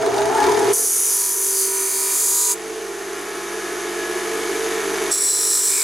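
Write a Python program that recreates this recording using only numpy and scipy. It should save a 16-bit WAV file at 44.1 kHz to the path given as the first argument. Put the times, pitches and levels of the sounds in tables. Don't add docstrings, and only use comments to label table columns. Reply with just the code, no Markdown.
import sys
import numpy as np
from scipy import signal
from scipy.fft import rfft, irfft, next_fast_len
from scipy.io import wavfile
from scipy.ndimage import uniform_filter1d, map_coordinates

SR = 44100
rng = np.random.default_rng(int(sys.argv[2]) if len(sys.argv) > 2 else 0)


def master(y):
    cut = np.clip(np.atleast_2d(y).T, -1, 1)
    pcm = np.round(cut * 32767)
    wavfile.write(sys.argv[1], SR, pcm.astype(np.int16))


N = 257103
T = np.arange(N) / SR
PADDED = next_fast_len(N + SR // 2, real=True)
BINS = np.maximum(np.arange(PADDED // 2 + 1) * SR / PADDED, 1)
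FREE_SPEED = 49.7
GRIT_EVENNESS = .4

# f/Hz, width/Hz, relative level/dB
COVER_MODES = [(6030, 510, 7), (6430, 170, 12.5), (7070, 210, 8.5), (9300, 820, -4.5), (10100, 380, -1)]


def undb(db):
    return 10 ** (np.asarray(db) / 20)


def unit(x):
    return x / np.sqrt(np.mean(x ** 2))


def gate(start, end, rise, fall):
    return np.clip((T - start) / rise, 0, 1) * np.clip((end - T) / fall, 0, 1)


def bell(x, centre, width):
    return np.exp(-((x - centre) / width) ** 2)


def swells(x, rows):
    return sum(db * bell(x, centre, width) for centre, width, db in rows)


def shape(x, response):
    return irfft(rfft(x, PADDED) * response, PADDED)[:N]


def colour(x, points):
    hz, db = np.transpose(points)
    return shape(x, undb(np.interp(np.log(BINS), np.log(hz), db)))


def resonate(x, modes):
    power = sum(undb(db) ** 2 / (1 + ((BINS ** 2 - hz ** 2) / (BINS * width)) ** 2) ** 2
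                for hz, width, db in modes)
    return unit(shape(x, np.sqrt(power)))


def scatter(x, t60):
    echoes = rng.standard_normal(N) * undb(-60 * np.minimum(T / t60, 2))
    response = rfft(echoes, PADDED)
    return shape(x, response / np.abs(response))


def track(turns, life, size, even=0):
    keep = np.exp(-1 / life)
    fresh = rng.standard_normal((int(turns[-1]) + 2, size))
    initial = keep * rng.standard_normal((1, size))
    worn = signal.lfilter([np.sqrt(1 - keep ** 2)], [1, -keep], fresh, axis=0, zi=initial)[0]
    if even:
        harmonics = rfft(worn)
        worn = irfft(harmonics / np.abs(harmonics) ** even, size)
    return unit(map_coordinates(worn.ravel(), [turns * size], order=3, mode="nearest"))


def roughness(turns, repeat, life, bumps_db, even=0):
    repeat = np.clip(repeat, 0, 1)
    repeating = np.sqrt(repeat) * track(turns, life, size=800, even=even)
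    fresh = np.sqrt(1 - repeat) * rng.standard_normal(N)
    return unit((repeating + fresh) * undb(bumps_db * track(turns, life, size=20)))


def tone(turns, multiple, waver):
    slow_turns = turns[::128] / 4
    drift = track(slow_turns, 0.77, size=1) + 1j * track(slow_turns, 0.67, size=1)
    flutter = np.interp(T, T[::128], drift)
    angle = 2 * np.pi * (multiple * turns + multiple ** 2 / np.pi)
    return unit(np.real((1 + waver * flutter) * np.exp(1j * angle)))


def lag(x, seconds):
    keep = np.exp(-1 / (seconds * SR))
    return signal.lfilter([1 - keep], [1, -keep], x)


def shaft(load):
    slip, knee = 1.3, .5
    settled = FREE_SPEED - slip * lag(load, seconds=.2)
    rising = 27 + 20 * T
    return -knee * np.logaddexp(-rising / knee, -settled / knee)


def starting():
    off_s, fade_s = 0.923, 0.099
    return np.clip((off_s - T) / fade_s, 0, 1)


def bearings(turns, speed, contact):
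    # f/Hz, relative level/dB
    housing_curve = [(310, -55), (520, -18.5), (600, -7.5), (664, -4.5), (991, -8.5), (1080, -5.5),
                     (1570, -4), (1680, -5), (1840, -5.5), (2800, -10), (4160, -13.5), (5400, -16),
                     (6390, -17.5), (8390, -19), (11300, -16), (12300, -25.5), (14900, -35.5), (16000, -58)]
    # f/Hz, width/Hz, relative level/dB
    guard_modes = [(320, 100, -11.5), (373, 120, -5), (379.3, 10, 2), (434, 39, 0.5)]
    # t/s, half length/s, rise/dB
    guard_swells = [(0.687, 0.08, 5), (2.74, 0.13, 3.5), (4.8, 0.85, 1)]
    rolling = roughness(turns, repeat=0.2, life=29, bumps_db=1.58)
    housing = unit(colour(rolling, housing_curve)) + undb(-12) * resonate(rolling, COVER_MODES)
    housing *= undb(-3 - 5 * contact)
    guards = resonate(roughness(turns, repeat=0.41, life=23, bumps_db=1.5), guard_modes)
    guards *= undb(-5 - 4.5 * contact + swells(T, guard_swells))
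    rumble = undb(-28) * resonate(rng.standard_normal(N), [(190, 590, 0)])
    return (housing + guards + rumble) * undb(-18) * (speed / FREE_SPEED) ** 4


def stand(turns, speed):
    # f/Hz, width/Hz, level/dB, critical speed/(turns/s), half width/(turns/s), change there/dB
    stand_modes = [(60, 35, -52.5, 36.5, 2.4, 7), (122, 14, -50.5, 39.7, 2.8, 6.5),
                   (276, 120, -41, 36.3, 2.5, 5.5), (407.7, 55, -23.5, 42.5, 3.5, 1),
                   (690, 49, -30.5, 39, 4.5, -3.5), (849, 77, -38, 35, 4.6, 11),
                   (970, 64, -39, 38, 2.3, 7.5), (1250, 940, -33, 35.8, 2.1, 6)]
    smooth = roughness(turns, repeat=0.49, life=35, bumps_db=3.0)
    loose = roughness(turns, repeat=0.22, life=0.46, bumps_db=1.5)
    forces = [smooth] * (len(stand_modes) - 1) + [loose]
    shaking = sum(resonate(force, [(hz, width, 0)]) * undb(db + swells(speed, [critical]))
                  for (hz, width, db, *critical), force in zip(stand_modes, forces))
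    ticks = undb(-38) * resonate(loose, [(4000, 4400, 0.0055)] + COVER_MODES)
    return shaking + ticks


def clicks(per_second=150):
    taps = (rng.random(N) < per_second / SR) * rng.standard_normal(N)
    return undb(-46) * resonate(scatter(taps, t60=0.017), [(8600, 2100, 0)])


def buzz(speed):
    coils = resonate(rng.standard_normal(N), [(112, 31, -0.55), (188, 26, -1.4)])
    return undb(-49) * coils * speed / FREE_SPEED


def clacks(rise_s=0.0013, decay_s=0.0068):
    # t/s, clatter level/dB, tick level/dB
    knocks = [(0.021, -28, -43), (0.061, -28.5, -41), (0.141, -25.5, -35), (0.163, -31, -32),
              (0.18, -24, -42), (0.217, -26, -43), (0.254, -27, -32), (0.347, -31, -35), (0.376, -26, -33),
              (0.402, -25, -28), (0.427, -24, -40), (0.439, -22.5, -33), (0.465, -22.5, -34),
              (0.492, -30, -33), (0.517, -25, -28), (0.544, -28, -40), (0.572, -26, -39), (0.59, -29, -27),
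              (0.67, -31, -36), (0.685, -31, -40)]
    clatter = resonate(rng.standard_normal(N), [(1580, 2100, 0.25), (4060, 3800, -1.2)])
    tick = resonate(rng.standard_normal(N), [(6300, 1900, 0), (9500, 2600, 0)])
    out = 0
    for at, db, tick_db in knocks:
        rise = np.clip((T - at) / rise_s, 0, 1)
        decay = np.exp(-np.maximum(T - at - rise_s, 0) / decay_s)
        out += rise * decay * (undb(db) * clatter + undb(tick_db) * tick)
    return out


def jolts(ring_hz=409, half_length_s=0.0064):
    # t/s, level/dB
    bumps = [(0.035, -19), (0.078, -13), (0.221, -29), (0.481, -11), (0.615, -22), (0.647, -18.5),
             (0.687, -17), (0.711, -12), (0.734, -16.5)]
    return sum(undb(db) * bell(T, at, half_length_s)
               * unit(np.sin(2 * np.pi * (ring_hz * T + rng.random()))) for at, db in bumps)


def passing_tones(turns):
    # multiple of shaft speed, t/s, half length/s, level/dB
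    tones = [(23.8, 0.055, 0.055, -23), (27, 0.19, 0.05, -22.5), (20.6, 0.24, 0.065, -23),
             (23.6, 0.326, .04, -23), (25.9, 0.36, 0.04, -24), (24, 0.422, 0.035, -21),
             (48.5, 0.4, 0.03, -31), (26.5, 0.49, 0.044, -27), (21.25, 0.63, 0.045, -26),
             (34, 4.0, 0.75, -27.5), (7.31, 3.95, 0.49, -25)]
    judder = .003 * starting() * track(turns, 0.85, size=5)
    flutter = undb(2 * starting() * track(turns, 1, size=4))
    return flutter * sum(undb(db) * bell(T, at, length) * tone(turns + judder, k, waver=0.24)
                         for k, at, length, db in tones)


def hand(touch_s=0.013, lift_s=0.0304, rest_s=0.026):
    # start/s, end/s, level/dB, level change/(dB/s), motor load (0-1),
    # load build-up/s, first spot, last spot, slide curve (1 is even, more slides later)
    strokes = [(0.725, 2.55, -9, -2, 0.99, .3, 0, 1.83, 1.63),
               (5.107, 5.903, -11.5, 10.5, 0.72, .6, 3.5, 4.58, 2.3)]
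    # t/s, half length/s, change/dB
    pushes = [(1.16, 0.32, 5.5), (1.593, 0.096, 4), (2.464, 0.39, 8), (5.167, 0.0067, -4),
              (5.2, 0.0088, -4.5)]
    contact = pressure = load = place = 0
    for start, end, db, db_per_s, weight, build, first, last, curve in strokes:
        touch = gate(start, end, touch_s, lift_s)
        contact += touch
        pressure += touch * undb(db + db_per_s * (T - start) + swells(T, pushes))
        load += weight * gate(start, end, build, lift_s)
        slid = np.clip((T - start) / (end - rest_s - start), 0, 1) ** curve
        place = np.where(T >= start, first + (last - first) * slid, place)
    return contact, pressure, load, place


def blade_ring(turns, load, place):
    # f/Hz, width/Hz, relative level/dB
    spot_0 = [(4850, 560, -18), (5810, 150, 3), (6200, 410, 2), (6780, 580, 1.5), (7650, 1100, -3.5),
              (8850, 460, 4), (9710, 480, 7), (10040, 220, 7), (10970, 760, 1), (11900, 1200, -2)]
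    spot_1 = [(6230, 600, 2), (7140, 950, 4), (8350, 1700, -2), (9100, 670, 7.5), (10100, 1500, -3.5),
              (11070, 1700, 4.5), (12700, 1200, -7), (15300, 1200, -6)]
    spot_2 = [(3950, 390, -9), (4860, 900, -12), (6500, 590, 1), (7080, 640, 6), (8100, 2400, -2),
              (10300, 490, -3), (10800, 2100, -5.5)]
    spot_3 = [(3550, 110, -7.5), (4100, 190, -6), (4620, 260, -10), (5000, 160, -14.5), (6400, 200, -13),
              (7070, 150, 3), (7470, 140, 5), (7850, 290, 4), (8200, 400, -3), (9400, 350, -6),
              (9900, 300, -3), (10420, 330, 3)]
    spot_4 = [(4030, 1000, -8), (5700, 1050, -4), (7400, 330, 2), (7670, 1150, 6), (8650, 900, 0),
              (9600, 400, 2), (10200, 390, -4), (10800, 6700, -11)]
    fresh, bedded = 0.42, 0.88
    repeat = fresh + (bedded - fresh) * lag(load, seconds=0.5) ** 2
    force = roughness(turns, repeat, life=43, bumps_db=1.5, even=GRIT_EVENNESS)
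    return sum(np.clip(1 - abs(place - k), 0, 1) * resonate(force, modes)
               for k, modes in enumerate([spot_0, spot_1, spot_2, spot_3, spot_4]))


def scrape(turns):
    # f/Hz, relative level/dB
    scrape_curve = [(500, -9.5), (1200, 6.5), (2200, -4), (3100, 0), (5000, 9), (11500, 7.5), (13700, 1.5),
                    (15400, 7.5), (16000, -8)]
    grit = roughness(turns, repeat=0.72, life=46, bumps_db=4.0, even=GRIT_EVENNESS)
    return undb(-10) * unit(colour(grit, scrape_curve))


def growl(turns, load):
    # f/Hz, width/Hz, relative level/dB
    rasp_modes = [(2490, 3000, 0.5), (1550, 1700, 1)]
    # t/s, half length/s, rise/dB
    bites = [(1.81, 0.2, 4), (2.102, 0.057, 3.5)]
    coarse = roughness(turns, repeat=.92, life=70, bumps_db=2.5, even=GRIT_EVENNESS)
    return undb(-28 + swells(T, bites)) * load ** 1.6 * resonate(coarse, rasp_modes)


def hum(turns, contact):
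    # multiple of shaft speed, relative level/dB
    shaft_tones = [(1, -52), (3, -55), (4, -46.5), (5, -59), (6, -58), (7, -35), (8, -31.5), (9, -36.5),
                   (13, -41.5), (14, -39.5), (15, -45), (17, -41), (18, -54), (19, -47), (20, -44.5),
                   (22, -43.5), (26, -43.5), (35, -43)]
    # multiple, relative level/dB
    ball_tones = [(6.12, -48.5), (7.35, -39), (8.65, -39)]
    tones = sum(undb(db) * tone(turns, k, waver=0.11) for k, db in shaft_tones + ball_tones)
    return tones * gate(0.75, 7, 0.13, .1) * undb(6.5 - 11 * contact)


def strain(turns, load, start_s=0.97, rise_s=0.29):
    # t/s, half length/s, change/dB
    drone_swells = [(1.27, 0.04, -9), (1.735, 0.37, 12), (2.43, 0.03, -9), (2.52, 0.05, 6)]
    # t/s, half length/s, change/dB
    whine_swells = [(1.23, 0.025, 3), (1.62, 0.07, -4), (1.78, 0.07, 2.5), (2.1, 0.07, 1),
                    (2.33, 0.06, 1.5), (2.52, 0.055, 7)]
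    # multiple of shaft speed, relative level/dB
    whine_tones = [(9, -8), (20, 1.5), (21, -14), (25, -12), (30, -7.5), (41, -12), (49, -12), (57, -9)]
    # t/s, half length/s, change/dB
    dips = [(1.916, 0.017, -13.5), (2.197, 0.024, -17)]
    drone = undb(-28 + swells(T, drone_swells)) * tone(turns, 8, waver=0.065)
    whine = sum(undb(db) * tone(turns, k, waver=0.18) for k, db in whine_tones)
    whine *= undb(-29.5 + swells(T, whine_swells))
    fade_in = np.clip((T - start_s) / rise_s, 0, 1)
    return (drone + whine) * load * undb(swells(T, dips)) * fade_in


def catches(turns):
    # t/s, half length/s, f/Hz, width/Hz, relative level/dB
    squeals = [(1.12, 0.04, 4950, 600, -19), (1.23, 0.06, 4700, 900, -17), (1.62, 0.15, 4700, 950, -14.5),
               (1.96, 0.22, 4600, 1000, -13.5), (2.42, 0.06, 4050, 450, -20), (5.15, 0.19, 5600, 230, -7.5),
               (5.2, 0.1, 9300, 130, -14), (5.48, 0.2, 5620, 240, -9.5), (5.47, 0.08, 10370, 130, -9),
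               (5.794, 0.11, 2300, 420, -16)]
    bounce = unit(undb(np.cos(2 * np.pi * turns)))
    snag = bounce * roughness(turns, repeat=.8, life=29, bumps_db=-0.5, even=GRIT_EVENNESS)
    return sum(undb(db) * bell(T, at, length) * resonate(snag, [(hz, width, 0)])
               for at, length, hz, width, db in squeals)


def sing(turns, contact):
    # multiple of shaft speed, t/s, half length/s, level/dB
    notes = [(128.3, 1.6, 0.58, -23), (133.5, 3.2, 0.87, -18), (134, 1.7, 0.4, -22),
             (157.5, 1.8, 0.46, -28), (168, 1.6, .45, -25), (185, 1.88, 0.29, -14.5), (201, 1.9, 0.27, -21),
             (145, 2.16, 0.069, -26), (82, 5.46, 0.2, -25), (158, 5.3, 0.1, -18), (152, 5.64, 0.1, -24)]
    return contact * sum(undb(db) * bell(T, at, length) * tone(turns, k, waver=0.31)
                         for k, at, length, db in notes)


def floor_spread(shaking):
    # f/Hz, side level relative to the shaking/dB
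    width_curve = [(60, -12), (160, -1), (260, -6), (400, -9), (800, -9), (3000, -10), (8000, -21)]
    side = colour(scatter(shaking, t60=0.086), width_curve)
    return np.array([side, -side])


def workshop(x):
    # f/Hz, side level/dB
    width_curve = [(40, -29), (65, -32), (125, -35), (350, -18.5), (700, -11), (1400, -12), (2800, -14.5),
                   (5000, -18), (6500, -14.5), (9000, -14.5), (11500, -13.5), (14000, -59)]
    # f/Hz, left minus right/dB
    balance = [(30, -3), (70, 7.5), (170, 3), (350, 0.5), (700, -1), (1400, -0.3), (10000, -0.6)]
    near = colour(scatter(x, t60=0.055), [(1000, -7.5), (4000, 0.0)])
    mid = x + undb(-9.5) * near
    side = colour(scatter(x, t60=0.17), width_curve)
    left = colour(mid + side, [(hz, db / 2) for hz, db in balance])
    right = colour(mid - side, [(hz, -db / 2) for hz, db in balance])
    return np.array([left, right])


def gain_control(x, limit_db, ratio, recover_db_per_s, lag_s):
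    treble = np.diff(x.mean(axis=0), prepend=0)
    heard_db = 10 * np.log10(np.abs(uniform_filter1d(treble ** 2, SR // 40)) + 1e-12)
    over_db = np.maximum(heard_db - limit_db, 0) * (1 - 1 / ratio)
    recovery_db = recover_db_per_s * T
    cut_db = np.maximum.accumulate(over_db + recovery_db) - recovery_db
    return x * undb(-np.interp(T - lag_s, T, cut_db))


def scene():
    contact, pressure, load, place = hand()
    speed = shaft(load)
    turns = np.cumsum(speed) / SR
    shaking = (stand(turns, speed) + jolts() + clicks() + buzz(speed)) * starting() + clacks()
    wide = floor_spread(shaking)
    motor = bearings(turns, speed, contact) + hum(turns, contact) + passing_tones(turns)
    motor += strain(turns, load)
    hiss = blade_ring(turns, load, place) + scrape(turns) + catches(turns)
    tremor = undb(0.61 * track(turns / 3, 0.34, size=1))
    grinding = hiss * pressure * tremor + growl(turns, load) + sing(turns, contact)
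    return workshop(motor + shaking + grinding) + wide


def record(dry):
    held = gain_control(dry, limit_db=-19.5, ratio=5.1, recover_db_per_s=3.0, lag_s=0.0024)
    top_hz = 15750
    return signal.sosfilt(signal.ellip(10, .2, 80, top_hz, fs=SR, output="sos"), held)


dry = scene()
out = record(dry)
master(out)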